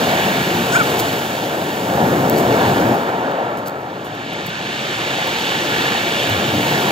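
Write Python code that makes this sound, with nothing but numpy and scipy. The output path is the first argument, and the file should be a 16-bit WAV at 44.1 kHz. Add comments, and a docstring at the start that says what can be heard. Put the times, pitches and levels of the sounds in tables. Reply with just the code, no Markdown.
"""Breakers boom and roar on a cobble beach, foam fizzes up the shore and spray hisses. The surf is
countless bursting bubbles over the boom of trapped air; the running water rattles small stones and
knocks cobbles together. A few metres off, an angler whips a whistling rod through the air, tackle
ticks and pebbles click under shifting feet. All is heard by a phone lying on the stones."""
import sys
import numpy as np
from scipy import signal
from scipy.fft import rfft, irfft, next_fast_len
from scipy.io import wavfile
from scipy.ndimage import uniform_filter1d

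SR = 44100
rng = np.random.default_rng(int(sys.argv[2]) if len(sys.argv) > 2 else 0)


def digitize_waveform(pressure):
    """Quantize a signal to 16-bit integers and store it at the path in sys.argv[1].

    Rows of a 2-D input are taken as channels; values are limited to [-1, 1].
    """
    field = np.atleast_2d(pressure).T
    bounded = np.clip(field, -1, 1)
    quanta = np.round(bounded * 32767).astype(np.int16)
    wavfile.write(sys.argv[1], SR, quanta)


N = 304731
FFT_SIZE = next_fast_len(N + SR // 4)
HZ = np.arange(FFT_SIZE // 2 + 1) * SR / FFT_SIZE
T = np.arange(N) / SR
CONTROL_T = T[::64]  # coarse time grid for envelopes

# how hard the waves are breaking: (time [s], boom [dB], extra roar [dB])
BREAKING = [(0, -26.5, 2.5), (.45, -25, -1.5), (1.05, -29, 0), (1.3, -31.5, -1), (1.8, -30, 2.5),
            (2.05, -21, 2), (2.3, -22.5, 1), (2.5, -22.5, 2.1), (2.8, -20.5, 1), (2.94, -21.5, -0.5),
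            (3.0, -30, -1.3), (3.3, -36, 0), (3.75, -38.5, -1.5), (4.5, -36, -2), (5.2, -35.5, -0.5),
            (5.7, -31, -0.5), (6.2, -32, -0.5), (6.55, -25.5, -0.5), (6.91, -27.5, 0.5)]
# foam running up over the stones: (time [s], fizz [dB], spray [dB])
RUN_UP = [(0, -25.5, -39), (.94, -29, -40), (1.58, -33.5, -44.5), (2.25, -35.5, -45), (2.45, -33, -44),
          (2.58, -29.5, -44), (2.68, -29, -42), (2.76, -31.5, -43.5), (2.95, -35.5, -46), (3.37, -41, -64),
          (3.8, -46, -61), (4.35, -34, -75), (4.6, -31, -58), (5.04, -27, -50.5), (5.75, -24.5, -43.5),
          (6.3, -25.5, -44.5), (6.91, -26.5, -40)]


def surf(slosh_db=-0.6, flicker_db=1.4, lumps_db=0.4):
    """Two stretches of shore: bursting bubbles in third-octave bands, fed by six layers of water."""
    # layer spectra: (frequency [Hz], relative level [dB])
    boom = [(25, -64), (40, -48), (60, -33), (80, -7.5), (120, 5), (200, 6.5), (350, 2.5), (700, -33.5)]  # air trapped under a breaker
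    roar = [(120, -32), (300, 0), (500, 1), (800, 2), (1100, -8.5), (2200, -17), (8000, -60)]  # breaking, tumbling water
    wash = [(500, -28), (1000, 4), (1500, 7), (1900, 1), (2600, -13), (5000, -46.5)]  # water running among the stones
    foam = [(1000, -38), (2000, -1.5), (2500, -1.5), (3200, -0.5), (4200, -6.5), (5200, -15.5),
            (7000, -13.5), (16000, -42.5)]  # fizz of the run-up
    spray = [(2000, -19), (5000, -5.5), (9000, -3.5), (16000, -10)]  # hiss on top
    far_surf = [(40, -30), (70, -11.5), (110, 5), (180, 2), (350, 1), (700, -49)]  # waves along the rest of the shore
    spectra = (boom, roar, wash, foam, spray, far_surf)
    core_hz = [(70, 250), (350, 900), (1200, 1900), (2400, 4500), (11000, 15000), (70, 250)]
    trims_db = [unit_power_db(spectrum, *core) for spectrum, core in zip(spectra, core_hz)]
    layers = list(zip(water_powers(), spectra, trims_db))
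    # countless small bursts of uneven size merge into a slightly grainy rush
    sizes = undb(2.5 * np.repeat(rng.standard_normal((2, N // 8 + 1)), 8, axis=1)[:, :N])
    bubbles = rng.standard_normal((2, N)) * sizes
    bubble_spectrum = rfft(bubbles / bubbles.std(), FFT_SIZE) * FFT_SIZE / np.sqrt(2)
    out, slosh, octaves = 0, wander(4.7), np.log2(np.maximum(HZ, 1))
    for hz in 25 * 2 ** (np.arange(29) / 3):
        band = np.cos(np.pi / 2 * np.clip(3 * (octaves - np.log2(hz)), -1, 1))
        power = sum(p * undb(level_at(spectrum, hz) + trim) ** 2 for p, spectrum, trim in layers)
        drift_db = slosh_db * min(hz / 6000, 1) * slosh  # near splashes move the treble together
        drift_db += flicker_db * min(1400 / hz, 1) * wander(16)
        drift_db += lumps_db * min(1200 / hz, 1) * wander(3.585)
        envelope = audio_rate(np.sqrt(power / FFT_SIZE) * undb(drift_db))
        out = out + envelope * irfft(bubble_spectrum * band, FFT_SIZE)[:, :N]
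    return out


def water_powers(roar_sends_db=(-0.097, 0, -2.36), wash_sends_db=(-12, -10, -4), far_db=-40.5):
    """Power envelopes of boom, roar, wash, foam, spray and the steady far surf."""
    boom, roar_boost = power_curves(BREAKING)
    fizz, spray = power_curves(RUN_UP)
    feeds = np.array([boom, afterwash(), fizz])  # in the order of the sends
    roar = undb(roar_sends_db) ** 2 @ feeds
    wash = undb(wash_sends_db) ** 2 @ feeds
    return boom, roar * roar_boost, wash, fizz, spray, np.full_like(boom, undb(far_db) ** 2)


def afterwash(decay_db_per_s=17):
    """Power of broken water tumbling on after the crest falls: the boom, lagging and fading slowly."""
    feedback = undb(-decay_db_per_s * CONTROL_T[1]) ** 2
    power = power_curves(BREAKING)[0]
    for _ in range(2):
        power, _ = signal.lfilter([1 - feedback], [1, -feedback], power, zi=[feedback * power[0]])
    return power


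def crest_thumps(hz=111.5, width_hz=46, attack_s=0.026, release_s=0.13):
    """A crest slams down on the shore: deep rumble that swells fast and dies away."""
    # crest impacts: (time [s], level [dB])
    slams = [(2.47, -23), (2.67, -23.5), (6.3, -25), (6.55, -23)]
    envelope = np.zeros(N)
    for time, db in slams:
        span, shape = swell(time - attack_s, time, time + release_s)
        envelope[span] += undb(db) * shape
    return envelope * noise_band(hz, width_hz)


def air_pockets(flutter_db=1.5):
    """Air pockets resound hollowly in the collapsed wave and outlast the boom."""
    # pocket resonances: (centre [Hz], width [Hz], level re afterwash [dB])
    pockets = [(830, 390, -5.5), (1330, 110, -9.5)]
    resonance = sum(undb(db + flutter_db * audio_rate(wander(12))) * noise_band(hz, width)
                    for hz, width, db in pockets)
    return audio_rate(np.sqrt(afterwash())) * resonance


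def stone_rattle(knocks_per_s=260, hz=1720, t60_s=0.018, cluster_db=3.0, spread_octaves=0.31):
    """Small stones rolled by the running water knock in clusters, riding the level of the fizz."""
    out, t = np.zeros(N + SR), np.arange(SR // 40) / SR
    fizz = np.sqrt(power_curves(RUN_UP)[0])
    envelope = fizz * undb(1.5 + cluster_db * wander(9))
    count = int(knocks_per_s * T[-1])
    times = rng.uniform(0, T[-1], count)
    accents_db = np.minimum(3.5 * rng.exponential(size=count), 11)
    octaves = spread_octaves * (np.abs(rng.standard_normal(count)) - .3)
    gains = np.interp(times, CONTROL_T, envelope) * undb(accents_db)
    for time, pitch, gain in zip(times, hz * 2 ** octaves, gains):
        start = int(time * SR)
        out[start:start + len(t)] += gain * ring(t, pitch, t60_s)
    return out[:N]


def cobble_knocks(detune=0.044, scatter_db=2, contact_s=0.00091):
    """The backwash knocks big stones together: dull rings, each stone a different size."""
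    # cobble hits: (time [s], level [dB], brightness [dB per mode])
    hits = [(5.013, -17, 0), (5.133, -16, 0), (5.285, -15, 0), (5.521, -10, 4), (5.567, -12, -2),
            (5.911, -7, -1), (5.949, -9, 1), (6.298, -14, 1), (6.429, -13, 0), (6.58, -15, 0)]
    # resonances of a cobble: (frequency [Hz], t60 [s], level [dB])
    modes = [(720, .018, -3), (1050, .012, -7), (1700, .012, -7), (2700, .007, -11)]
    out, t = np.zeros(N), np.arange(SR // 20) / SR
    attack = np.minimum(t / contact_s, 1)
    for time, db, bright_db in hits:
        start = int(time * SR)
        pitch_jitter, level_jitter = rng.standard_normal((2, len(modes)))
        for k, (hz, t60, mode_db) in enumerate(modes):
            gain = undb(db + mode_db + bright_db * k + scatter_db * level_jitter[k])
            out[start:start + len(t)] += gain * attack * ring(t, hz * (1 + detune * pitch_jitter[k]), t60)
    return out


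def rod_cast(wobble=0.012):
    """The whipped rod sheds vortices whose pitch follows its speed; the thin line swishes."""
    # vortex tones: (start [s], peak [s], end [s], start [Hz], peak [Hz], end [Hz], level [dB])
    whistles = [(.72, .744, .764, 1380, 1540, 1900, -10.5), (.746, .767, .784, 1230, 1470, 1600, -5),
                (.785, .803, .832, 1550, 1410, 1150, -7.5), (.74, .762, .773, 1850, 2360, 2520, -13),
                (.795, .81, .826, 2360, 2265, 2090, -16), (.766, .775, .784, 1070, 1010, 960, -14)]
    # line cutting the air: (time [s], level [dB])
    swish_curve = [(.70, -69), (.725, -40), (.765, -36), (.78, -52), (.80, -42), (.83, -70)]
    # colour of the swish: (centre [Hz], width [Hz], gain [dB])
    swish_bands = [(5230, 410, 7), (6800, 710, 10.5), (8200, 1000, 9.5)]
    out, unsteady = np.zeros(N), audio_rate(wander(200))
    for start, peak, end, *glide_hz, db in whistles:
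        span, shape = swell(start, peak, end)
        pitch = np.interp(T[span], [start, peak, end], glide_hz) * (1 + wobble * unsteady[span])
        out[span] += undb(db) * shape * np.sin(2 * np.pi * np.cumsum(pitch) / SR)
    swish = sum(undb(db) * noise_band(hz, width) for hz, width, db in swish_bands)
    times, swish_db = np.transpose(swish_curve)
    return out + swish * undb(np.interp(T, times, swish_db, -120, -120))


def clicks(detune=0.02, scatter_db=1, contact_s=0.0003, register_db=(0, -7, -13)):
    """Pebbles and tackle tick: the same brief modes, pitched a little differently on every hit."""
    # pebble and tackle hits: (time [s], level [dB], extra body [dB per register step])
    hits = [(.9955, -24, 11), (1.001, -18, 7), (2.2974, -.5, -4), (2.3624, -23, 10), (3.0084, -33, 0),
            (3.314, -26, 0), (3.66, -43, 17), (3.675, -19, 0), (3.672, -46, 16), (3.683, -16, 3),
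            (3.6954, -26, 6), (3.7064, -33, 4), (4.333, -33, 0), (4.4647, -16, 0), (4.4687, -20, 0),
            (4.4937, -24, 0), (5.2734, -15, 0), (5.3009, -24, 0), (6.298, -10.5, 0)]
    # resonances of small hard things: (frequency [Hz], t60 [s], register [0 high, 1 middle, 2 low])
    modes = [(15200, .003, 0), (13600, .0035, 0), (11600, .003, 0), (9800, .004, 1), (7600, .006, 1),
             (5800, .004, 1), (4550, .01, 2), (2300, .006, 2)]
    out, t = np.zeros(N), np.arange(SR // 40) / SR
    attack = np.minimum(t / contact_s, 1)
    for time, db, body_db in hits:
        start = int(time * SR)
        pitch_jitter, level_jitter = rng.standard_normal((2, len(modes)))
        for k, (hz, t60, register) in enumerate(modes):
            gain = undb(db + register_db[register] + body_db * register + scatter_db * level_jitter[k])
            pitch = hz * (1 + detune * pitch_jitter[k])
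            out[start:start + len(t)] += gain * attack * ring(t, pitch, t60)
    return out


def scrapes(hz=8200, width_hz=12000, roughness_db=2):
    """Line zips out and soles grind on grit: short uneven bursts of broad hiss."""
    # zips and scuffs: (start [s], peak [s], end [s], level [dB])
    strokes = [(0.986, 0.997, 1.022, -20), (2.365, 2.385, 2.42, -27), (3.572, 3.572, 3.61, -39),
               (3.65, 3.68, 3.69, -34), (4.043, 4.048, 4.09, -40), (4.14, 4.15, 4.165, -44),
               (4.323, 4.335, 4.345, -40), (4.451, 4.468, 4.485, -37)]
    out = np.zeros(N)
    for start, peak, end, db in strokes:
        span, shape = swell(start, peak, end)
        noise = rng.standard_normal(SR // 10)[:len(span)]
        bins_hz = np.fft.rfftfreq(len(span), 1 / SR)
        grit = irfft(rfft(noise) * bell(bins_hz, hz, width_hz), len(span))
        out[span] += undb(db) * shape * grit / grit.std()
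    return out * undb(roughness_db * audio_rate(wander(250)))


def undb(db):
    """Gain of a level in dB."""
    return 10 ** (np.asarray(db) / 20)


def level_at(spectrum, hz):
    """Read (frequency [Hz], level [dB]) rows on a log-frequency axis."""
    points_hz, db = np.transpose(spectrum)
    return np.interp(np.log(np.maximum(hz, 1)), np.log(points_hz), db)


def unit_power_db(spectrum, low_hz, high_hz):
    """Trim that gives a spectrum power 1 between two frequencies."""
    gains = undb(level_at(spectrum, HZ[(HZ > low_hz) & (HZ < high_hz)]))
    return -10 * np.log10(np.sum(gains ** 2))


def power_curves(table):
    """Power envelope of each dB column, on the control grid."""
    times, *columns = np.transpose(table)
    return [undb(np.interp(CONTROL_T, times, db)) ** 2 for db in columns]


def audio_rate(control):
    """Stretch a control curve to one value a sample."""
    return np.interp(T, CONTROL_T, control)


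def wander(rate_hz):
    """Random control curve of spread 1: steps held about 1 / rate_hz, smoothed twice."""
    hold = max(int(len(CONTROL_T) / T[-1] / rate_hz), 1)
    steps = np.repeat(rng.standard_normal(len(CONTROL_T) // hold + 1), hold)
    smooth = uniform_filter1d(uniform_filter1d(steps, hold), hold)[:len(CONTROL_T)]
    return smooth / smooth.std()


def swell(start_s, peak_s, end_s):
    """Sample indices of an event and its smooth rise and fall."""
    span = np.arange(int(start_s * SR), int(end_s * SR))
    return span, np.sin(np.pi / 2 * np.interp(T[span], [start_s, peak_s, end_s], [0, 1, 0]))


def ring(t, hz, t60_s):
    """One struck mode: a decaying sine."""
    return np.exp(-np.log(1000) * t / t60_s) * np.sin(2 * np.pi * hz * t)


def bell(hz, centre_hz, width_hz):
    """Gain of a bell-shaped band."""
    return np.exp(-2 * ((hz - centre_hz) / width_hz) ** 2)


def equalize(x, gain):
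    """Filter by a gain for every frequency."""
    return irfft(rfft(x, FFT_SIZE) * gain, FFT_SIZE)[..., :N]


def noise_band(hz, width_hz):
    """Noise of rms 1 in one bell-shaped band."""
    noise = equalize(rng.standard_normal(N), bell(HZ, hz, width_hz))
    return noise / noise.std()


def scene():
    """Both channels share one mix; the right is phase-shifted and blended with surf of its own."""
    # left/right likeness and phase, with a compressed-audio sheen: the channels are exactly opposite
    # near 9-10 kHz and nearly identical at 12.5-14.5 kHz
    # (frequency [Hz], likeness [0-1], right phase lead [rad], left minus right [dB])
    channel_relation = [(60, .995, -.03, .7), (200, .995, 0, 2), (500, .96, .43, 3.6),
                        (900, .91, 1.12, 1.1), (1200, .84, 2.1, -.3), (1700, .55, 1.65, -5.3),
                        (2050, .74, 3.2, -2.5), (2300, .42, 4.77, -2), (2800, .8, 5.72, -1.5),
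                        (3200, .92, 6.06, -.8), (4000, .81, 5.55, -2.1), (4600, .72, 5.51, -2.2),
                        (5200, .58, 4.89, -4.2), (6000, .68, 4.62, -1.2), (6700, .73, 5.18, .5),
                        (8000, .66, 4.32, .3), (8450, .88, 3.39, 0), (8800, 1, np.pi, 0),
                        (10250, 1, np.pi, 0), (10700, .66, 2.74, .5), (11400, .57, 1.6, 0),
                        (12250, .66, .6, .3), (12450, .998, 0, 0), (14500, .998, 0, 0),
                        (15600, .85, -.5, 0)]
    shared, own_surf = surf()
    shared = shared + rod_cast() + clicks() + scrapes()
    shared = shared + crest_thumps() + cobble_knocks() + stone_rattle() + air_pockets()
    hz, *columns = np.transpose(channel_relation)
    likeness, lead, balance_db = (np.interp(HZ, hz, column) for column in columns)
    pan = undb(balance_db / 2)
    right = equalize(shared, likeness * np.exp(1j * lead) / pan)
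    right += equalize(own_surf, np.sqrt(1 - likeness ** 2) / pan)
    return np.array([equalize(shared, pan), right])


def record(dry):
    """The microphone drops the deepest bass and rounds the loudest peaks; the phone cuts the top."""
    low_cut = signal.butter(2, 45, "highpass", fs=SR, output="sos")
    high_cut = signal.ellip(10, .2, 80, 15700, fs=SR, output="sos")
    rounded = np.tanh(0.52 * signal.sosfilt(low_cut, dry)) / 0.6
    return signal.sosfilt(high_cut, rounded)


dry = scene()
out = record(dry)
digitize_waveform(out)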